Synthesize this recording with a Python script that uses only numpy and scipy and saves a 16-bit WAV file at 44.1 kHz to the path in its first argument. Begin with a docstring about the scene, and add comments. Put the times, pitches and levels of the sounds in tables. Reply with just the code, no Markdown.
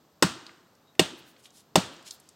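"""An axe bites three times into a fallen trunk, some metres off in a quiet, bare wood.
Each chop splits fibres, knocks the wood and rings the axe head; the trunk flexes with a low boom.
The trees scatter the blows; ground and large trunks return low echoes.
Between blows chips land and dry brush rustles, over a faint far-off rumble and one small bird."""
import sys
import numpy as np
from scipy import signal
from scipy.fft import rfft, irfft
from scipy.io import wavfile

SR = 44100
rng = np.random.default_rng(int(sys.argv[2]) if len(sys.argv) > 2 else 0)


def int16_out(signal):
    """Quantize to a 16-bit WAV file."""
    q = np.round(np.clip(np.atleast_2d(signal).T, -1, 1) * 32767)
    wavfile.write(sys.argv[1], SR, q.astype(np.int16))


N = 103635

# far-off rumble and air: f/Hz, density/dB
AIR_SPECTRUM = [(25, -10.5), (60, -6), (110, 2.5), (170, 2.5), (330, -0.5), (700, -3.5), (1300, -7.5),
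                (2200, -17.5), (4500, -16), (8300, -22.5), (10000, -31), (13000, -20.5), (16000, -26.5)]
# dry brush underfoot: centre t/s, Gaussian sigma/s, level/dB, centre f/Hz
RUSTLES = [(0.464, 0.027, -81, 4420), (1.19, 0.011, -59.5, 11000), (1.29, 0.021, -62.5, 9050),
           (1.40, 0.011, -64, 6000), (1.453, 0.017, -57, 5200), (1.576, 0.026, -56, 5560),
           (1.937, 0.0087, -66, 11800), (2.077, 0.014, -46, 4460), (2.135, 0.016, -55, 9050),
           (2.277, 0.067, -68.5, 3934)]
# chips landing, twigs snapping: t/s, level/dB, centre f/Hz
SNAPS = [(0.4653, -39, 3910), (0.4935, -44.5, 1790), (0.7517, -60, 6000), (0.9517, -55, 1778),
         (0.952, -63, 6950), (1.3643, -54.5, 2850), (1.4561, -43, 3180), (1.5045, -53, 5420),
         (1.9639, -51, 5150), (2.0264, -54.5, 7000), (2.1081, -31, 5480), (2.119, -46, 4520),
         (2.1999, -49.5, 8300), (2.2892, -45.5, 6500)]
# scatter among the trees: f/Hz, early level/dB, late level/dB, late t60/s
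SCATTER_BANDS = [(51, 5.5, -11.5, 0.56), (125, 16.5, 6.5, .6), (280, 11, 6.5, 1), (600, 12, 2.5, 1.0),
                 (1396, 14, 5.5, 1), (2200, 7, -2.5, 0.97), (3030, 12, 6, .72), (5400, 6, -4.5, 0.82),
                 (8840, 3.5, -12.5, 0.94), (9700, -7.5, -30, 0.17), (15000, -16, -33, 0.28)]
# echoes off ground and large trunks: lag/s, level/dB
ECHOES = [(.045, -30.5), (0.121, -36), (0.137, -25), (0.206, -36.5)]
# trunk bending modes: f/Hz, level/dB, t60/s
TRUNK_MODES = [(112, -23, 0.18), (186.3, 4, 0.047), (285, 3, 0.028)]
# modes of the wood round the notch: f/Hz, level/dB, t60/s
NOTCH_MODES = [(172, -12.5, 0.1), (271.5, -3.5, .045), (330, 1, 0.051), (454, -9, 0.016),
               (544, -8.5, 0.076), (628.7, -8, 0.093), (779.5, -3.5, 0.049), (931, -4.5, 0.042),
               (1056, -9.5, 0.058), (1174.4, -6, 0.042), (1573, -17, 0.13), (1876, -7, 0.041)]
# axe head modes, damped by the cut: f/Hz, level/dB, t60/s
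AXE_MODES = [(2602, -8.5, 0.064), (2833, 2, 0.02), (3580, -0.5, 0.023), (4480, -12.5, 0.073),
             (5116, -5, 0.038), (5450, -14, 0.038), (5910, -9.5, 0.035), (6763, -6, 0.017),
             (7730, -7.5, 0.049), (8030, -11, 0.049), (8270, -6, 0.044)]
# splitting fibres: f/Hz, density/dB
FIBRE_SPECTRUM = [(70, -33.5), (170, -11), (400, 4.5), (1000, -0.5), (1500, -5.5), (2300, -7.5), (3200, -8),
                  (5500, -9.5), (8500, -15), (9800, -21), (14000, -21.5), (16000, -31.5)]
# colour points of the spot struck: f/Hz
SPOT_HZ = [350, 570, 1150, 2900, 5500]
# blows: t/s, level/dB, boom gain/dB, scatter gain/dB, ring f/Hz, gain/dB at each of SPOT_HZ
CHOPS = [(0.2241, -0.23, -3, 0.32, 5500, 2.5, -9.5, 2.5, -2, 1.5),
         (0.9933, -0.17, -5.5, -1.2, 3400, 2.5, -1, -9.5, 3.5, -2),
         (1.7558, -1, 3, 1, 3490, -3, 2.5, -2, -1, 1)]
# stereo side filter: f/Hz, gain/dB
SIDE_RESPONSE = [(30, -22), (90, -30.5), (250, -41), (600, -32.5), (1500, -35), (4000, -26), (8000, -21.5),
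                 (13000, -16.5)]


def undb(db):
    """Decibels to gain."""
    return 10 ** (np.asarray(db) / 20)


def unit(x):
    """Scale to rms 1."""
    return x / np.sqrt(np.mean(x ** 2))


def clock(length_s=None):
    """Sample times in s; whole scene by default."""
    return np.arange(N if length_s is None else int(length_s * SR)) / SR


def through(x, response):
    """Convolve, keep length."""
    return signal.fftconvolve(x, response)[:len(x)]


def delay(x, at_s):
    """Place x in the scene."""
    return np.concatenate([np.zeros(int(at_s * SR)), x, np.zeros(N)])[:N]


def colour(x, points, size=4096):
    """Minimum-phase filter through (f/Hz, gain/dB) points."""
    hz, db = np.array(points, float).T
    curve_db = np.interp(np.log(np.fft.rfftfreq(size, 1 / SR) + 1), np.log(hz), db)
    cepstrum = irfft(np.log(undb(curve_db)))
    cepstrum[1:size // 2] *= 2
    cepstrum[size // 2 + 1:] = 0
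    return through(x, irfft(np.exp(rfft(cepstrum))))


def band(x, centre_hz, width_hz):
    """Band-pass round a geometric centre."""
    low_hz = np.hypot(centre_hz, width_hz / 2) - width_hz / 2
    high_hz = min(low_hz + width_hz, SR / 2 - 1000)
    return signal.sosfilt(signal.butter(2, [low_hz, high_hz], "band", fs=SR, output="sos"), x)


def fade(t60_s):
    """Exponential decay, 1 s long."""
    return np.exp(-np.minimum(np.log(1000) * clock(1) / t60_s, 100))


def ring(modes, twist=0):
    """Damped sines; twist spreads their phases."""
    t = clock(1)
    return sum(undb(db) * fade(t60_s) * np.sin(2 * np.pi * hz * t + twist * np.pi * k ** 2 / len(modes))
               for k, (hz, db, t60_s) in enumerate(modes))


def crackle(grain, size=SR):
    """Noise, rms 1; spikier as grain rises."""
    return unit(rng.standard_normal(size) * np.exp(grain * rng.standard_normal(size)))


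def air(level_db=-63, wander_db=.4):
    """Far-off rumble and air; level drifts slightly."""
    wander = np.interp(clock(), np.linspace(0, N / SR, 10), rng.standard_normal(10))
    return unit(colour(rng.standard_normal(N), AIR_SPECTRUM)) * undb(level_db + wander_db * wander)


def bird(at_s=.887, sigma_s=.022, pitch_hz=3770, level_db=-68.5):
    """One thin, distant call, smeared by the trees to narrow-band noise."""
    swell = np.exp(-((clock() - at_s) / sigma_s) ** 2 / 2)
    return undb(level_db) * swell * unit(band(rng.standard_normal(N), pitch_hz, width_hz=180))


def brush():
    """Dry stalks and leaves: swells of fine crackle."""
    out = 0
    for at_s, sigma_s, db, hz in RUSTLES:
        swell = np.exp(-((clock() - at_s) / sigma_s) ** 2 / 2)
        out += undb(db) * swell * unit(band(crackle(grain=.5, size=N), hz, width_hz=1.4 * hz))
    return out


def twigs(decay_s=.0035):
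    """Chips land, twigs snap: sharp ticks of dry wood."""
    envelope = np.exp(-clock(1) / decay_s)
    envelope_rms = np.sqrt(np.mean(envelope ** 2))
    out = 0
    for at_s, db, hz in SNAPS:
        snap = band(envelope * crackle(grain=.7), hz, width_hz=.7 * hz)
        out += delay(undb(db) * envelope_rms * unit(snap), at_s)
    return out


def woodland(early_t60_s=.29, rise_s=.0027):
    """Impulse response of the trees: dense scatter from near trunks, longer wash from far ones."""
    spectrum = rfft(crackle(grain=.4))
    log_hz = np.log(np.fft.rfftfreq(SR, 1 / SR) + 1)
    log_centres = np.log([row[0] for row in SCATTER_BANDS])
    out = 0
    for pick, (_, early_db, late_db, late_t60_s) in zip(np.eye(len(SCATTER_BANDS)), SCATTER_BANDS):
        band_noise = irfft(spectrum * np.interp(log_hz, log_centres, pick))
        early, late = (tail / np.linalg.norm(tail) for tail in (fade(early_t60_s), fade(late_t60_s)))
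        out += band_noise * np.hypot(undb(early_db) * early, undb(late_db) * late)
    return out * (1 - np.exp(-clock(1) / rise_s))


def echoes(blows):
    """Ground and large trunks return the low band."""
    lows = band(blows, centre_hz=297, width_hz=131)
    return sum(undb(db) * delay(lows, lag_s) for lag_s, db in ECHOES)


def boom(gain_db=-10.5, rise_s=.003):
    """The whole trunk flexes once the blow has run along it."""
    onset = 1 - np.exp(-(clock(1) / rise_s) ** 2)
    return undb(gain_db) * onset * ring(TRUNK_MODES)


def spot(x, spot_db, share=1):
    """Colour set by where the blade lands."""
    points = zip(SPOT_HZ, share * np.array(spot_db))
    return colour(x, [(SPOT_HZ[0] / 2, 0), *points, (SPOT_HZ[-1] * 2, 0)])


def knock(ring_hz, wood_db=-10, steel_db=-15, boost_db=7, width_oct=.4):
    """Notch wood and axe head ring; steel modes boosted near ring_hz."""
    steel = [(hz, db + boost_db * np.exp(-(np.log2(hz / ring_hz) / width_oct) ** 2), t60_s)
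             for hz, db, t60_s in AXE_MODES]
    return undb(wood_db) * ring(NOTCH_MODES, twist=1) + undb(steel_db) * ring(steel, twist=.94)


def chop(body, rise_s=.0009, bite_s=.0094, splinter_s=.0037, splinter_db=-9, fibre_db=-12):
    """The blade drives in: a burst of splitting fibres over the ringing body."""
    t = clock(1)
    push = 1 - np.exp(-t / rise_s)
    bite = np.exp(-(t / bite_s) ** 2) + undb(splinter_db) * np.exp(-t / splinter_s)
    fibres = undb(fibre_db) * unit(colour(crackle(grain=.22), FIBRE_SPECTRUM))
    return push * (fibres * bite + body)


def stereo(mid, spread_s=.002, hiss_db=-79.5):
    """Near mono: the side is a faint smeared copy plus hiss."""
    smear = rng.standard_normal(SR) * np.exp(-clock(1) / spread_s)
    side = colour(through(mid, smear / np.linalg.norm(smear)), SIDE_RESPONSE)
    side += undb(hiss_db) * rng.standard_normal(N)
    return np.array([mid + side, mid - side])


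def scene(boom_lag_s=.0185, body_wet_db=-31, small_wet_db=-18):
    """Three chops with scatter and echoes, over small sounds and air."""
    blows, scatter = 0, 0
    for at_s, db, boom_db, scatter_db, ring_hz, *spot_db in CHOPS:
        body = knock(ring_hz)
        wash = woodland() + undb(body_wet_db) * through(body, woodland())
        strike = delay(spot(chop(body), spot_db), at_s)
        flex = undb(boom_db) * delay(boom(), at_s + boom_lag_s)
        blows += undb(db) * (strike + flex)
        scatter += undb(db + scatter_db) * delay(spot(wash, spot_db, share=.5), at_s)
    small = twigs() + brush() + bird()
    scatter += undb(small_wet_db) * through(small, woodland())
    return stereo(blows + scatter + echoes(blows) + small + air())


def record(dry, low_cut_hz=68, top_hz=15900):
    """High-pass, soft clip, steep low-pass."""
    thin = signal.sosfilt(signal.butter(2, low_cut_hz, "high", fs=SR, output="sos"), dry)
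    rounded = thin / (1 + thin ** 6) ** (1 / 6)
    return signal.sosfilt(signal.ellip(8, .2, 70, top_hz, fs=SR, output="sos"), rounded)


dry = scene()
out = record(dry)
int16_out(out)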